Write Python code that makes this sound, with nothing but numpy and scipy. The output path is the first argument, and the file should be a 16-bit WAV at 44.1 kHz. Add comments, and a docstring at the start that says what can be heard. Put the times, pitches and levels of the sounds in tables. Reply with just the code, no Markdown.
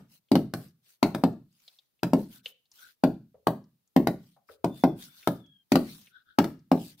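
"""Workers drop heavy wooden tampers on loose soil inside roofless block walls.
Blows fall from start to end: damped ground and wood resonances and a burst of gritty noise, with wall echoes.
Between them swelling streams of grains make soil slides and sandal scuffs; short noise bursts make snaps.
Past the middle a thin tone whines faintly far away. Faint ticks and shaped noise lie under it all."""
import sys
import numpy as np
from scipy import signal
from scipy.fft import rfft, irfft
from scipy.io import wavfile
from scipy.ndimage import uniform_filter1d

SR = 44100
rng = np.random.default_rng(int(sys.argv[2]) if len(sys.argv) > 2 else 0)


def int16_out(signal):
    """Quantize to a 16-bit WAV file."""
    q = np.round(np.clip(np.atleast_2d(signal).T, -1, 1) * 32767)
    wavfile.write(sys.argv[1], SR, q.astype(np.int16))


N = 308700
SIZE = 32768  # samples in one blow or snap with its ring
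HZ, T = np.fft.rfftfreq(SIZE, 1 / SR), np.arange(SIZE) / SR


def amp(db):
    """Decibels to gain."""
    return 10 ** (np.asarray(db) / 20)


def read(points, hz, column=1):
    """Reads one column of a table on a log-frequency axis."""
    table = np.transpose(points)
    return np.interp(np.log(hz + 1), np.log(table[0]), table[column])


def add(mix, s, sound):
    """Mixes a stereo sound in at time s, trimmed at both ends of the mix."""
    start = round(s * SR)
    part = mix[:, max(start, 0):start + sound.shape[1]]
    part += sound[:, max(-start, 0):][:, :part.shape[1]]


def colour(x, points):
    """Shapes a sound by a spectrum, keeping the power of white noise."""
    gain = amp(read(points, np.fft.rfftfreq(x.shape[-1], 1 / SR)))
    return irfft(rfft(x) * gain / np.sqrt(np.mean(gain ** 2)), x.shape[-1])


def mode(hz, width):
    """Response of one damped resonance, gain 1 at its centre; width in Hz."""
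    return 1j * HZ * width / (hz ** 2 - HZ ** 2 + 1j * HZ * width)


def grains(size, spread_db):
    """Stereo noise in grains of 32 samples whose levels vary at random."""
    levels_db = spread_db * np.repeat(rng.standard_normal(size // 32 + 1), 32)[:size]
    x = rng.standard_normal((2, size)) * amp(levels_db)
    return x / x.std()


def tampers(grit_room_db=1, lift_hz=3000, lift_width=2800):
    """Each blow packs the soil and arrives directly, off the near walls, and as the ring of the yard."""
    # Each row: start in seconds, tamper, relative force in dB, wooden knock relative to the force in dB,
    # grit under the face relative to an ordinary crunch in dB.
    blows = [(-.115, "far", -5, 4.5, 5), (.316, "left", 3.5, -9, -2), (.354, "wall", 3, -2.5, -1),
             (.537, "soft", -12, 1, -3.5), (1.0282, "left", 1, 0.5, 3), (1.1475, "soft", -9.5, 0.5, -5.5),
             (1.2371, "wall", 2, 4.5, -4), (2.0314, "far", -3.5, 0.5, -.5), (2.1333, "wall", 3, 2, -3),
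             (3.037, "wall", 2.5, 3, -3), (3.47, "far", -3.5, 8, 1), (3.963, "wall", 5, -2.5, -0.5),
             (4.0712, "far", -3, 4.5, 1), (4.6435, "far", -3, 4, -6), (4.8376, "wall", 3, 5, -5),
             (5.2735, "far", -2, 4.5, 3), (5.719, "left", 2.5, -7, 5.5), (5.7555, "wall", 3, -3, 4),
             (6.386, "left", 2.5, 0.5, 6.5), (6.4424, "soft", -11, 1, -6), (6.716, "wall", 2.5, 5, -3.5)]
    # Each tamper on its patch of soil: first thump in Hz, rise with each blow as the soil packs in Hz,
    # knock in Hz, cut-off of the soil's cushion at ordinary grit in Hz, lift of the grit around 3 kHz in dB.
    tamper_tuning = {"wall": (235, 3, 766, 870, 1.4), "left": (244.5, 0, 860, 1000.5, 1),
                     "far": (199.5, 6, 699, 1120, -2), "soft": (170, 35, 708.5, 980, -2.5)}
    # Each place: lead of the grit at the left microphone in ms, left-minus-right level of the grit in dB,
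    # relative room level in dB, strength of the wall echoes in dB.
    places = {"wall": (0.37, 0.5, -13, -1), "left": (0.3, 1.3, -12, 0.5), "far": (0.35, -1, -14, -2),
              "soft": (-0.04, -2, -10.5, 0.5)}
    ordinary_grit_db = -23.5
    grit_db_per_octave = 23  # grittier soil cushions less: this much more grit doubles the cut-off
    out = np.zeros((2, N))
    struck = dict.fromkeys(tamper_tuning, 0)
    for s, place, force_db, knock_db, grit_db in blows:
        first_hz, packing_hz, knock_hz, cushion_hz, lift_db = tamper_tuning[place]
        lead_ms, pan_db, room_db, echo_db = places[place]
        thump_hz = first_hz + packing_hz * struck[place]
        struck[place] += 1
        cutoff_hz = cushion_hz * 2 ** (grit_db / grit_db_per_octave)
        body = thud(force_db, thump_hz, force_db + knock_db, knock_hz, cutoff_hz)
        lift = 1 + (amp(lift_db) - 1) * mode(lift_hz, lift_width)
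        grit = crunch(ordinary_grit_db + grit_db, pan_db) * lift
        lag_ms = np.maximum([[-lead_ms], [lead_ms]], 0)
        direct = body + grit * np.exp(-2j * np.pi * HZ * lag_ms / 1000)
        echoes = (body + grit) * walls(place, echo_db)
        ring = amp(room_db) * yard() * (body + amp(grit_room_db) * grit)
        fade_out = np.minimum(1, 10 * (T[-1] - T)) ** 2
        add(out, s, irfft(direct + echoes + ring) * fade_out)
    return out


def thud(thump_db, thump_hz, knock_db, knock_hz, cushion_hz, thump_width=160, knock_width=560,
         bass_hz=135, bass_damping=0.6, push_db=-23):
    """The ground and the wooden block ring briefly; loose soil cushions the treble."""
    low, high = 1j * HZ / bass_hz, 1j * HZ / cushion_hz
    thump = amp(thump_db) * mode(thump_hz, thump_width) / (1 + 1j * HZ / (2.2 * thump_hz))
    knock = -amp(knock_db - 6.5) * mode(knock_hz, knock_width) ** 2  # squared: swells before it dies
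    knock = knock + amp(knock_db) * block()
    bass_cut = low ** 2 / (1 + bass_damping * low + low ** 2)
    cushion = 1 / (1 + 1.29 * high + high ** 2)
    hollow = 1 - 0.65 * mode(485, 73)  # a valley parts the thump from the knock
    push = amp(thump_db + push_db) * mode(38, 110)  # air shoved aside by the falling block
    return -amp(25) * ((thump + knock) * bass_cut * cushion * hollow + push)


def block():
    """The modes of the wooden block; how it happens to land, drawn at random, decides how each one rings."""
    # Each row: frequency in Hz, typical level relative to the knock in dB, decay by 60 dB in seconds.
    block_modes = [(565, -17, 0.035), (639.2, -14.5, 0.17), (782, -15, 0.045), (905, -16, 0.039),
                   (1090, -20, .05), (1410, -16, .045), (2180, -17, 0.031)]
    shares = rng.standard_normal(len(block_modes))
    return sum(share * amp(db) * mode(hz, np.log(1000) / np.pi / t60)
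               for share, (hz, db, t60) in zip(shares, block_modes))


def crunch(grit_db, pan_db, crack=0.0018, settle=0.0035, settle_db=-19, apart=1.0):
    """Grit cracks under the face of the tamper, then crumbs settle; crack and settle in seconds."""
    # Spectrum of crushed grit. Each row: frequency in Hz, relative level in dB.
    grit_spectrum = [(200, -21), (700, -2.5), (1300, 8), (1750, 2), (2200, -0.5), (3200, -1), (4600, -2),
                     (6500, -12), (10000, -11.5), (15000, -8.5)]
    noise = grains(SIZE, spread_db=2.5)
    noise[1] = (noise[0] + apart * noise[1]) / np.hypot(1, apart)  # partly alike in both ears
    cracking = T / crack * np.exp((1 - (T / crack) ** 2) / 2)
    settling = amp(settle_db) * np.exp(-T / settle)
    shift = 256  # room for the colouring to spread backwards, trimmed off again
    sound = colour(np.roll(noise * (cracking + settling), shift, axis=1), grit_spectrum)[:, shift:]
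    return rfft(sound, SIZE) * amp(grit_db + np.array([[pan_db], [-pan_db]]) / 2)


def walls(place, echo_db, mirror_hz=470, scatter_db=-5, scatter_decay=0.014, build_up=.0113, ears_hz=3200):
    """Block walls mirror the bass as distinct echoes, scatter the treble, and hold a few air modes."""
    # For each place: delays of the echoes from the near walls in seconds.
    echo_delays = {"wall": [.0039, .0112, .0151, .0229, .038], "left": [.0032, .0078, .0183, .0214, .0285],
                   "far": [.0026, .0117, .0177, .0245, .0352], "soft": [0.012, 0.018, 0.009]}
    # Air modes between the walls. Each row: frequency in Hz, level in dB, longest decay by 60 dB in seconds.
    standing_modes = [(130.4, -5.5, 0.49), (171.1, -1, 0.22), (262, -1, 0.11), (298, -3.5, 0.2),
                      (402, -6, 0.33), (584, -7.5, 0.18), (643, -1, 0.24)]
    halving_s = .028  # an echo this late has spread to half its strength
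    ring_cycles = 62  # no air mode takes more cycles than this to fall by 60 dB
    smooth = 1 / np.sqrt(1 + (HZ / mirror_hz) ** 6)
    echoes = sum(np.exp(-2j * np.pi * HZ * delay) / (1 + delay / halving_s) for delay in echo_delays[place])
    mirrored = amp(echo_db) * smooth * echoes
    spray = rng.standard_normal((2, SIZE)) * np.exp(-T / scatter_decay) * (1 - np.exp(-(T / 0.0012) ** 2))
    left, other = rfft(spray / np.linalg.norm(spray[0]))
    same = 1 / (1 + (HZ / ears_hz) ** 2)  # short waves reach the two microphones differently
    right = same * left + np.sqrt(1 - same ** 2) * other
    scattered = amp(scatter_db) * np.array([left, right]) * np.sqrt(1 - smooth ** 2)
    standing = sum(amp(db) * mode(hz, np.log(1000) / np.pi / min(t60, ring_cycles / hz))
                   for hz, db, t60 in standing_modes)
    return mirrored + scattered + standing * np.exp(-2j * np.pi * HZ * build_up)


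def yard(rise=0.0076, fade_in=0.022):
    """Diffuse ring between the walls: sparse taps dying band by band, the bass alike in both ears."""
    # Each row: frequency in Hz, decay by 60 dB in seconds, relative level in dB.
    yard_ring = [(50, 0.4, 8), (119, .42, 6.5), (188, 0.39, 3), (328, 0.26, 10.5), (770, 0.21, 2),
                 (1500, 0.32, -7), (4270, 0.35, -9.5), (15000, 0.2, 6)]
    taps = rng.choice([-1., 1.], (2, SIZE)) * (rng.random((2, SIZE)) < .1)
    hz, t, z = signal.stft(taps, SR, nperseg=512)
    same = 1 / (1 + (hz[:, None] / 1400) ** 2)
    z[1] = same * z[0] + np.sqrt(1 - same ** 2) * z[1]
    decay = np.exp(-np.log(1000) * t / read(yard_ring, hz)[:, None])
    z *= amp(read(yard_ring, hz, column=2)[:, None]) * decay
    onset = 1 - np.exp(-(np.maximum(T - fade_in, 0) / rise) ** 2)  # silent until fade_in seconds
    tail = signal.istft(z, SR, nperseg=512)[1][:, :SIZE] * onset
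    return rfft(tail / np.linalg.norm(tail[0]))


def rubbing(strokes, spectrum, spread_db, patchy_db=3.5):
    """A stream of grains that swells and fades with each stroke, its colour shifting as the crumbs tumble."""
    t = np.arange(N) / SR
    power = sum((amp(db) * np.maximum(1 - 2 * abs(t - middle) / length, 0)) ** 2
                for middle, length, db in strokes)
    z = signal.stft(colour(grains(N, spread_db), spectrum), nperseg=512)[2]
    # random level patches, smoothed over frequency and then over time
    patches = uniform_filter1d(rng.standard_normal(z.shape[1:]), size=7, axis=0)
    patches = uniform_filter1d(patches, size=7, axis=1)
    stream = signal.istft(z * amp(patchy_db * patches / patches.std()), nperseg=512)[1][:, :N]
    return stream / stream.std() * np.sqrt(power)


def soil_slides():
    """Loose soil pushed aside by a foot or a tamper, as swelling streams of grains."""
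    # Each row: middle in seconds, length in seconds, peak level in dB.
    slides = [(.14, .12, -57.5), (.635, 0.18, -56), (.9, .17, -60), (1.68, 0.42, -64), (2.21, 0.17, -53.5),
              (2.345, .14, -51.5), (2.48, 0.1, -51), (2.83, 0.26, -54.5), (4.26, 0.28, -67),
              (4.52, 0.11, -60), (4.79, 0.15, -54), (5.03, .15, -46.5), (5.2, 0.46, -55), (5.91, 0.44, -50),
              (6.84, 0.26, -48.5), (7.0, 0.061, -52)]
    # Each row: frequency in Hz, relative level in dB.
    soil_spectrum = [(300, -5), (1000, -2.5), (2000, 0.5), (4200, 7.5), (7000, -0.5), (11000, 2.5),
                     (15000, 4.5)]
    return rubbing(slides, soil_spectrum, spread_db=3)


def sandal_scuffs():
    """Sandals dragged over the ground, as streams of grains coloured by the sole."""
    # Each row: middle in seconds, length in seconds, peak level in dB.
    scuffs = [(2.35, .3, -73), (2.845, 0.16, -54), (5.13, 0.57, -65.5), (6.17, 0.15, -56.5),
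              (6.305, .13, -59)]
    # Each row: frequency in Hz, relative level in dB.
    sole_spectrum = [(300, 1.5), (900, -33), (1500, 27), (2300, -27.5), (3500, 10.5), (5000, -7.5),
                     (8000, -46.5), (15000, -40)]
    return rubbing(scuffs, sole_spectrum, spread_db=3)


def snaps(rows, sharpness=2.8, room_db=-12):
    """Snaps and taps: each a short noise burst around one pitch, with a weaker low thump under it."""
    decay_s, decay_slope = 0.008, 0.55  # decay at 3 kHz; lower snaps last longer by this power
    low_ratio, low_db = 0.17, -11.5  # a weaker low thump under each snap
    out, room = np.zeros((2, N)), 1 + amp(room_db) * yard()
    for s, db, hz in rows:
        snap = mode(hz, hz / sharpness) ** 2
        low_thump = amp(low_db) * mode(low_ratio * hz, low_ratio * hz / sharpness) ** 2
        body = snap + low_thump
        decay = decay_s * (3000 / hz) ** decay_slope
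        left, right = grains(SIZE, spread_db=0.0) * np.exp(-T / decay)
        burst = rfft([left, (left + right) / np.sqrt(2)]) * body / np.sqrt(np.mean(abs(body) ** 2))
        add(out, s, amp(db) * irfft(burst * room))
    return out


def footfall_snaps():
    """The louder snaps and taps underfoot, each a decaying noise burst."""
    # Each row: start in seconds, level in dB, pitch in Hz.
    snap_rows = [(1.144, -48.5, 3000), (1.679, -45.5, 3730), (1.787, -53.5, 3640), (2.458, -33, 2980),
                 (2.716, -53, 5450), (3.343, -52.5, 516), (4.364, -57.5, 740), (4.488, -49, 1400),
                 (4.495, -48, 500), (5.228, -51, 2600), (6.07, -52.5, 2670)]
    return snaps(snap_rows)


def whine(octave_below_db=-21, steady=0.51, blurred=1.0, blur_hz=35):
    """A thin far tone that wavers and ends lower, blurred by its way over the walls."""
    # Each row: time in seconds, pitch in Hz, relative level in dB.
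    whine_track = [(4.64, 3580, -73), (4.799, 3520, -58), (4.978, 3420, -78), (5.15, 3560, -62),
                   (5.391, 3580, -75), (5.46, 3350, -61.5), (5.542, 3290, -62), (5.64, 3150, -79)]
    t = np.arange(N) / SR
    s, hz, db = np.transpose(whine_track)
    noise = rng.standard_normal((2, N)) + 1j * rng.standard_normal((2, N))
    blur = signal.lfilter(*signal.butter(2, blur_hz, fs=SR), noise)
    blur = steady + blurred * blur / blur.std()
    phase = 2 * np.pi * np.cumsum(np.interp(t, s, hz)) / SR
    tone = np.exp(1j * phase) + amp(octave_below_db) * np.exp(.5j * phase)
    return np.interp(t, s, amp(db), left=0, right=0) * (tone * blur).real


def ticks():
    """Faint ticks of crumbs and straw at random moments, made as small snaps."""
    per_s, level_db, spread_db = 4, -69.5, 0.5
    low, high = 2500, 7000  # Hz
    draws = rng.random((round(per_s * N / SR), 3))
    rows = [(when * N / SR, level_db + spread_db * (2 * size - 1), low * (high / low) ** pitch)
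            for when, size, pitch in draws]
    return snaps(rows)


def open_air():
    """The quiet open air: steady noise shaped by a spectrum."""
    # Each row: frequency in Hz, relative level in dB.
    air_spectrum = [(30, -20.5), (150, -5.5), (400, -12), (1500, -21), (4000, -17), (8000, -22),
                    (15000, -14)]
    return amp(-79.0) * colour(rng.standard_normal((2, N)), air_spectrum)


def scene():
    """Blows, footwork, the far whine and the quiet open air."""
    ground = soil_slides() + sandal_scuffs() + footfall_snaps()
    return tampers() + ground + whine() + ticks() + open_air()


def record(dry):
    """The two microphone ports colour the sound differently; peaks are rounded off; then the band limit."""
    # Each row: frequency in Hz, left-minus-right level in dB.
    port_balance = [(100, -1.5), (350, 1.5), (850, 1), (1300, 8.5), (2400, 0.5), (4500, 4), (8000, 1),
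                    (15000, -0.5)]
    tilt_db = read(port_balance, np.fft.rfftfreq(N, 1 / SR)) * np.array([[1], [-1]]) / 2
    heard = irfft(rfft(dry) * amp(tilt_db), N)
    ceiling = .6
    heard = heard / (1 + (heard / ceiling) ** 4) ** (1 / 4)
    edge_hz = 15700
    band_limit = signal.firwin(255, edge_hz, window=("kaiser", 9), fs=SR)
    return signal.oaconvolve(heard, band_limit[None], "same")


dry = scene()
out = record(dry)
int16_out(out)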